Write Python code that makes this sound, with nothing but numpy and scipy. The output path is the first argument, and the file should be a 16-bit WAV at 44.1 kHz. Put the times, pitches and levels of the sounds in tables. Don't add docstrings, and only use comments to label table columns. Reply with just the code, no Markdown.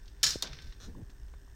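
import sys
import numpy as np
from scipy import signal
from scipy.fft import rfft, irfft, next_fast_len
from scipy.io import wavfile

SR = 44100
rng = np.random.default_rng(int(sys.argv[2]) if len(sys.argv) > 2 else 0)


def put_to_file(sound):
    columns = np.atleast_2d(sound).T
    safe = np.clip(columns, -1, 1)
    whole_steps = np.round(safe * 32767)
    wavfile.write(sys.argv[1], SR, whole_steps.astype(np.int16))


N = 68355
T = np.arange(N) / SR


def amp(db):
    return 10 ** (np.asarray(db) / 20)


def unit(x):
    return x / np.sqrt(np.mean(x ** 2) + 1e-20)


def curve_at(points, hz):
    freqs, values = np.transpose(points)
    return np.interp(np.log(hz + 1), np.log(freqs), values)


def fader(points, t=T):
    return amp(np.interp(t, *np.transpose(points)))


def filtered(x, response):
    size = next_fast_len(len(x) + 8192)
    return irfft(rfft(x, size) * response(np.fft.rfftfreq(size, 1 / SR)), size)[:len(x)]


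def noise(spectrum, size=N):
    return unit(filtered(rng.standard_normal(size), lambda hz: amp(curve_at(spectrum, hz))))


def add(track, start, sound):
    i = max(round(start * SR), 0)
    track[i:i + len(sound)] += sound[:N - i]


def burst(spectrum, t60):
    t = T[:SR // 5]
    attack = 1 - np.exp(-t / 0.000078)
    return noise(spectrum, size=len(t)) * amp(-60 * t / t60) * attack


def ring(spectrum, decays):
    hz, t, bands = signal.stft(noise(spectrum, size=SR // 2), SR, nperseg=256)
    decay = amp(-60 * t / curve_at(decays, hz)[:, None])
    tail = signal.istft(bands * decay, SR, nperseg=256)[1]
    return tail * (1 - np.exp(-T[:len(tail)] / 0.00091))


def modes(table, waver_hz=18.3, wavers_per_s=70):
    t = T[:SR // 2]
    hz, db, t60 = np.transpose(table)[:, :, None]
    bends = rng.standard_normal((len(hz), 256))
    waver = waver_hz * np.array([np.interp(t * wavers_per_s, np.arange(256), bend) for bend in bends])
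    cycles = np.cumsum(hz + waver, axis=1) / SR + rng.random(hz.shape)
    partials = amp(db - 60 * t / t60) * np.sin(2 * np.pi * cycles)
    attack = 1 - np.exp(-t / 0.0005)
    return partials.sum(0) / np.sqrt(np.sum(amp(db) ** 2) / 2) * attack


def snap(spectrum, travel_s=0.001, at_hz=4057):
    hz = np.fft.rfftfreq(SR // 10, 1 / SR)
    lag_cycles = 2 * travel_s * np.sqrt(at_hz * hz)
    wave = irfft(amp(curve_at(spectrum, hz)) * np.exp(-2j * np.pi * lag_cycles))
    return wave * np.linspace(1, 0, len(wave)) / np.abs(wave).max()


# (frequency [Hz], gain [dB])
AIR_EQ = [(30, 8), (95, 14.5), (135, 7), (200, -0.5), (300, 2.5), (400, -3.5), (720, -10), (1000, -8),
          (1250, -13.5), (1800, -2.5), (2200, -22.5), (3000, -15), (4500, -21.5), (6500, -15.5),
          (10300, -27.5), (12000, -23), (15500, -26)]
# (frequency [Hz], level [dB])
HUM_TONES = [(323, -88), (398, -72.5)]


def room_tone():
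    hum = sum(amp(db) * np.sin(2 * np.pi * hz * T) for hz, db in HUM_TONES)
    return amp(-60.5) * noise(AIR_EQ) + hum


# (frequency [Hz], gain [dB])
SPIT_EQ = [(1000, 2), (3000, -1.5), (4600, -9), (5400, 8), (6600, -3.5), (7600, -20), (10000, -24.5),
           (15000, -8)]


def mains_buzz(mains_hz=60, spit_width_s=0.00083, whine_hz=8360, whine_lag_s=0.014):
    from_spit = ((T * mains_hz + 0.5) % 1 - 0.5) / mains_hz
    spits = np.exp(-(from_spit / spit_width_s) ** 2 / 2) * noise(SPIT_EQ)
    phase_jitter = 0.5 * noise([(150, 1.5), (2000, -72)])
    whine = unit(np.sin(2 * np.pi * whine_hz * T + phase_jitter))
    pulsing = np.clip(0.62 + np.cos(2 * np.pi * mains_hz * (T - whine_lag_s)), 0, 1)
    return amp(-62.5) * spits + amp(-77) * whine * pulsing


# (time [s], level [dB])
RUMBLE_FADER = [(0, -43.5), (.1, -48.5), (.16, -57.5), (.3, -46), (.45, -58.5), (.52, -38), (.61, -54.5),
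                (.68, -33.5), (.74, -53), (.83, -42), (.96, -42.5), (1.09, -48.5), (1.2, -49.5),
                (1.29, -45), (1.55, -52.5)]
RUB_FADER = [(0, -93), (.44, -86), (.52, -71), (.61, -62.5), (.66, -60), (.75, -74.5), (.86, -58),
             (.885, -43.5), (.94, -56), (.98, -44), (1.025, -50), (1.045, -66.5), (1.55, -75)]
# (frequency [Hz], gain [dB])
RUMBLE_EQ = [(15, -8.5), (28, 0.5), (43, 2), (60, 1), (80, -15.5), (130, -21), (200, -45.5), (500, -64)]
RUB_EQ = [(50, -3.5), (130, -0.5), (200, -4.5), (330, -6.5), (500, -19.5), (750, -25), (2000, -55)]


def handling():
    return fader(RUMBLE_FADER) * noise(RUMBLE_EQ) + fader(RUB_FADER) * noise(RUB_EQ)


# (time [s], level [dB])
SCRAPE_FADER = [(0, -73), (.17, -74.5), (.22, -65), (.42, -60.5), (.45, -48.5), (.5, -55.5), (.55, -57),
                (.61, -57.5), (.7, -63.5), (.79, -70.5), (.9, -68), (1, -79.5), (1.55, -78.5)]
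# (frequency [Hz], gain [dB])
SCRAPE_EQ = [(200, 0), (800, -12), (1600, -3.5), (2300, -3), (3100, -6.5), (3700, -6), (4600, -3.5),
             (5600, 0), (7000, -20), (10000, -30), (15000, -34)]
# (frequency [Hz], width [Hz], boost [dB])
SCRAPE_PEAKS = [(1550, 15, 20.5), (1790, 57, 2), (3580, 81, 15), (4230, 58, 6)]


def scrape(grains_per_s=7400, spread_db=2.5):
    def body(hz):
        peaks = sum(db / (1 + (2 * (hz - centre) / width) ** 2) for centre, width, db in SCRAPE_PEAKS)
        return amp(curve_at(SCRAPE_EQ, hz) + peaks)

    grains = (rng.random(N) < grains_per_s / SR) * rng.standard_normal(N)
    grains *= amp(spread_db * rng.standard_normal(N))
    return fader(SCRAPE_FADER) * unit(filtered(grains, body))


# (time [s], level [dB], brightness [dB/octave])
TICK_CUES = [(0.057, -59.5, 11), (0.0793, -53, 5.5), (0.4716, -41, 3.5), (0.5312, -43, 0.5),
             (0.536, -65, -15), (.5607, -55, -22), (0.5874, -47, -4.5), (.621, -51, 15), (.670, -56, 5),
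             (0.7237, -52, -2), (1.0971, -56, -10), (1.1, -58.5, 16), (1.282, -62.5, -7),
             (1.338, -57, -11.5)]
# (frequency [Hz], gain [dB])
TICK_EQ = [(200, -34), (900, -13.5), (1600, 2.5), (2600, -1), (3700, 6), (4600, 1.5), (5600, -2.5),
           (6600, -9), (10000, -38), (15000, -45)]


def ticks():
    out = np.zeros(N)
    for start, db, tilt in TICK_CUES:
        colour = [(hz, band_db + tilt * np.log2(hz)) for hz, band_db in TICK_EQ]
        add(out, start, amp(db) * (burst(colour, t60=0.042) + amp(-13.5) * burst(colour, t60=0.2)))
    return out


# (time [s], blade level [dB], rail knock level [dB])
CLATTER_CUES = [(0.2307, -19.5, -37), (0.2329, -19, -30.5), (0.2369, -24, -26.5), (0.2403, -21, -35),
                (0.2463, -32.5, -52), (0.2661, -25.5, -32.5), (0.2729, -33.5, -40), (.291, -33, -52),
                (0.3065, -30.5, -58), (0.3286, -45.5, -45.5), (0.387, -48, -64)]
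# (frequency [Hz], gain [dB], t60 [s])
BLADE_MODES = [(3627, -5.5, 0.49), (3845, 1, 0.11), (3920, -17, .35), (4087, 7.5, 0.16), (4157, -2, 0.31),
               (4570, -10, 0.21), (4690, -8, 0.2), (4753, -14, 0.31), (4800, 2, 0.16), (5370, 0.5, 0.31),
               (5650, -15, .3), (5840, 0, 0.15), (6912, 2.5, .2), (8000, -17, .25)]
KNOCK_MODES = [(333, -32, 0.083), (480, -13.5, 0.17), (1293, -12.5, .3), (1360, -13.5, 0.059),
               (1716, 4.5, 0.033), (1715, 4, 0.06), (1780, -2.5, 0.047), (2400, -0.5, 0.046),
               (3034, 11, 0.033), (3130, -2, 0.088)]
# (frequency [Hz], gain [dB])
CRACK_EQ = [(200, -17.5), (450, -10), (900, -21.5), (1600, -12), (2600, -9), (4200, 0.5), (6500, 2.5),
            (8000, -8), (10500, -15), (12500, -11.5), (15500, -21)]
SHIMMER_EQ = [(90, -20.5), (140, -9.5), (220, -26.5), (450, -26.5), (850, -22), (1600, -12), (2300, -15),
              (3300, -9.5), (4000, -5.5), (5300, 3.5), (6600, -7), (7600, -9), (9600, -16.5),
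              (10500, -26.5), (12500, -24.5), (15500, -31)]
# (frequency [Hz], t60 [s])
SHIMMER_DECAY = [(200, 0.64), (1500, 0.4), (5000, 0.3), (9000, 0.28), (15000, 0.37)]


def clatter(settle_at_s=0.35, settle_length_s=0.04, settle_db=-3.5):
    out = np.zeros(N)
    for start, db, knock_db in CLATTER_CUES:
        add(out, start, amp(db - 9) * modes(BLADE_MODES))
        add(out, start, amp(knock_db) * modes(KNOCK_MODES))
        add(out, start, amp(db + 1.5) * snap(CRACK_EQ))
        add(out, start, amp(db) * burst(CRACK_EQ, t60=0.025))
        add(out, start, amp(db - 9) * ring(SHIMMER_EQ, SHIMMER_DECAY))
    settled = np.clip((T - settle_at_s) / settle_length_s, 0, 1)
    return out * amp(settle_db * settled)


# (time [s], level [dB], pitch [Hz])
FLAP_CUES = [(.24, -47.5, 158), (0.489, -44.5, 148.2)]


def flaps(rise_s=0.017, t60=0.36):
    out = np.zeros(N)
    swell = 1 - np.exp(-T / rise_s)
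    for start, db, hz in FLAP_CUES:
        add(out, start, amp(db - 60 * T / t60) * swell * np.sin(2 * np.pi * hz * T))
    return out


# (time [s], level [dB], pitch [Hz], width [s])
BUMP_CUES = [(0.3587, -25, 352, 0.0008), (.366, -34.5, 67, 0.0053), (0.9517, -50, 1000, 0.0013),
             (1.031, -33, 94, 0.0041), (1.098, -54.5, 245, 0.0028), (1.339, -43.5, 900, 0.00023),
             (1.4785, -52.5, 950, 0.00058)]


def bumps():
    out = np.zeros(N)
    for centre, db, hz, width in BUMP_CUES:
        t = T - centre
        out -= amp(db) * np.exp(-(t / width) ** 2 / 2) * np.cos(2 * np.pi * hz * t)
    return out


# (frequency [Hz], gain [dB])
CLICK_EQ = [(200, -29), (1000, -16), (1800, -9.5), (3000, -13.5), (3600, 3), (4400, 6.5), (4900, -8),
            (5400, 1), (6900, 0), (7500, -15), (8300, -5), (9000, -10.5), (9600, -13), (10700, -19.5),
            (14000, -13.5), (15500, -27)]
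CLICK_TAIL_EQ = [(120, -3), (400, -0.5), (1000, 2), (1800, -4), (2500, -3), (4000, 10), (6500, 5.5),
                 (9000, -13), (15000, -18)]
# (frequency [Hz], t60 [s])
CLICK_TAIL_DECAY = [(200, 0.52), (1500, 0.25), (4500, 0.11), (9000, 0.12), (15000, .08)]


def click(start=0.4239):
    out = np.zeros(N)
    add(out, start, amp(-15.5) * snap(CLICK_EQ))
    add(out, start, amp(-27) * burst(CLICK_EQ, t60=0.03))
    add(out, start, amp(-33) * ring(CLICK_TAIL_EQ, CLICK_TAIL_DECAY))
    return out


# (time [s], level [dB])
SLIP_FADER = [(.802, -49.5), (.83, -48), (.849, -46.5), (.859, -52.5), (.872, -62)]
# (frequency [Hz], gain [dB])
SLIP_EQ = [(200, -8), (430, 7.5), (700, -12), (1450, 3.5), (2400, -12.5), (3300, -3.5), (3900, 5.5),
           (4800, -3), (5700, 4.5), (6900, -0.5), (7600, -12), (8600, -9), (10500, -26), (12000, -17),
           (15000, -24)]


def rasp(start=0.802, end=0.872, slip_hz=151.9, rise_hz_per_s=1100, likeness=0.86):
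    def slip():
        return burst(SLIP_EQ, t60=0.015) + amp(-12) * burst(SLIP_EQ, t60=0.13)

    out = np.zeros(N)
    t = T[:round((end - start) * SR)]
    slip_count = np.floor(slip_hz * t + rise_hz_per_s * t ** 2 / 2)
    shared = slip()
    for onset in start + t[np.diff(slip_count, prepend=-1) > 0]:
        blend = np.sqrt(likeness) * shared + np.sqrt(1 - likeness) * slip()
        add(out, onset, fader(SLIP_FADER, onset) * blend)
    return out


def scene():
    bed = room_tone() + mains_buzz() + handling()
    blade = scrape() + ticks() + clatter() + flaps() + bumps() + click() + rasp()
    return (bed + blade)[None]


def record(dry, cutoff_hz=15850):
    return np.array([filtered(channel, lambda hz: hz < cutoff_hz) for channel in dry])


dry = scene()
out = record(dry)
put_to_file(out)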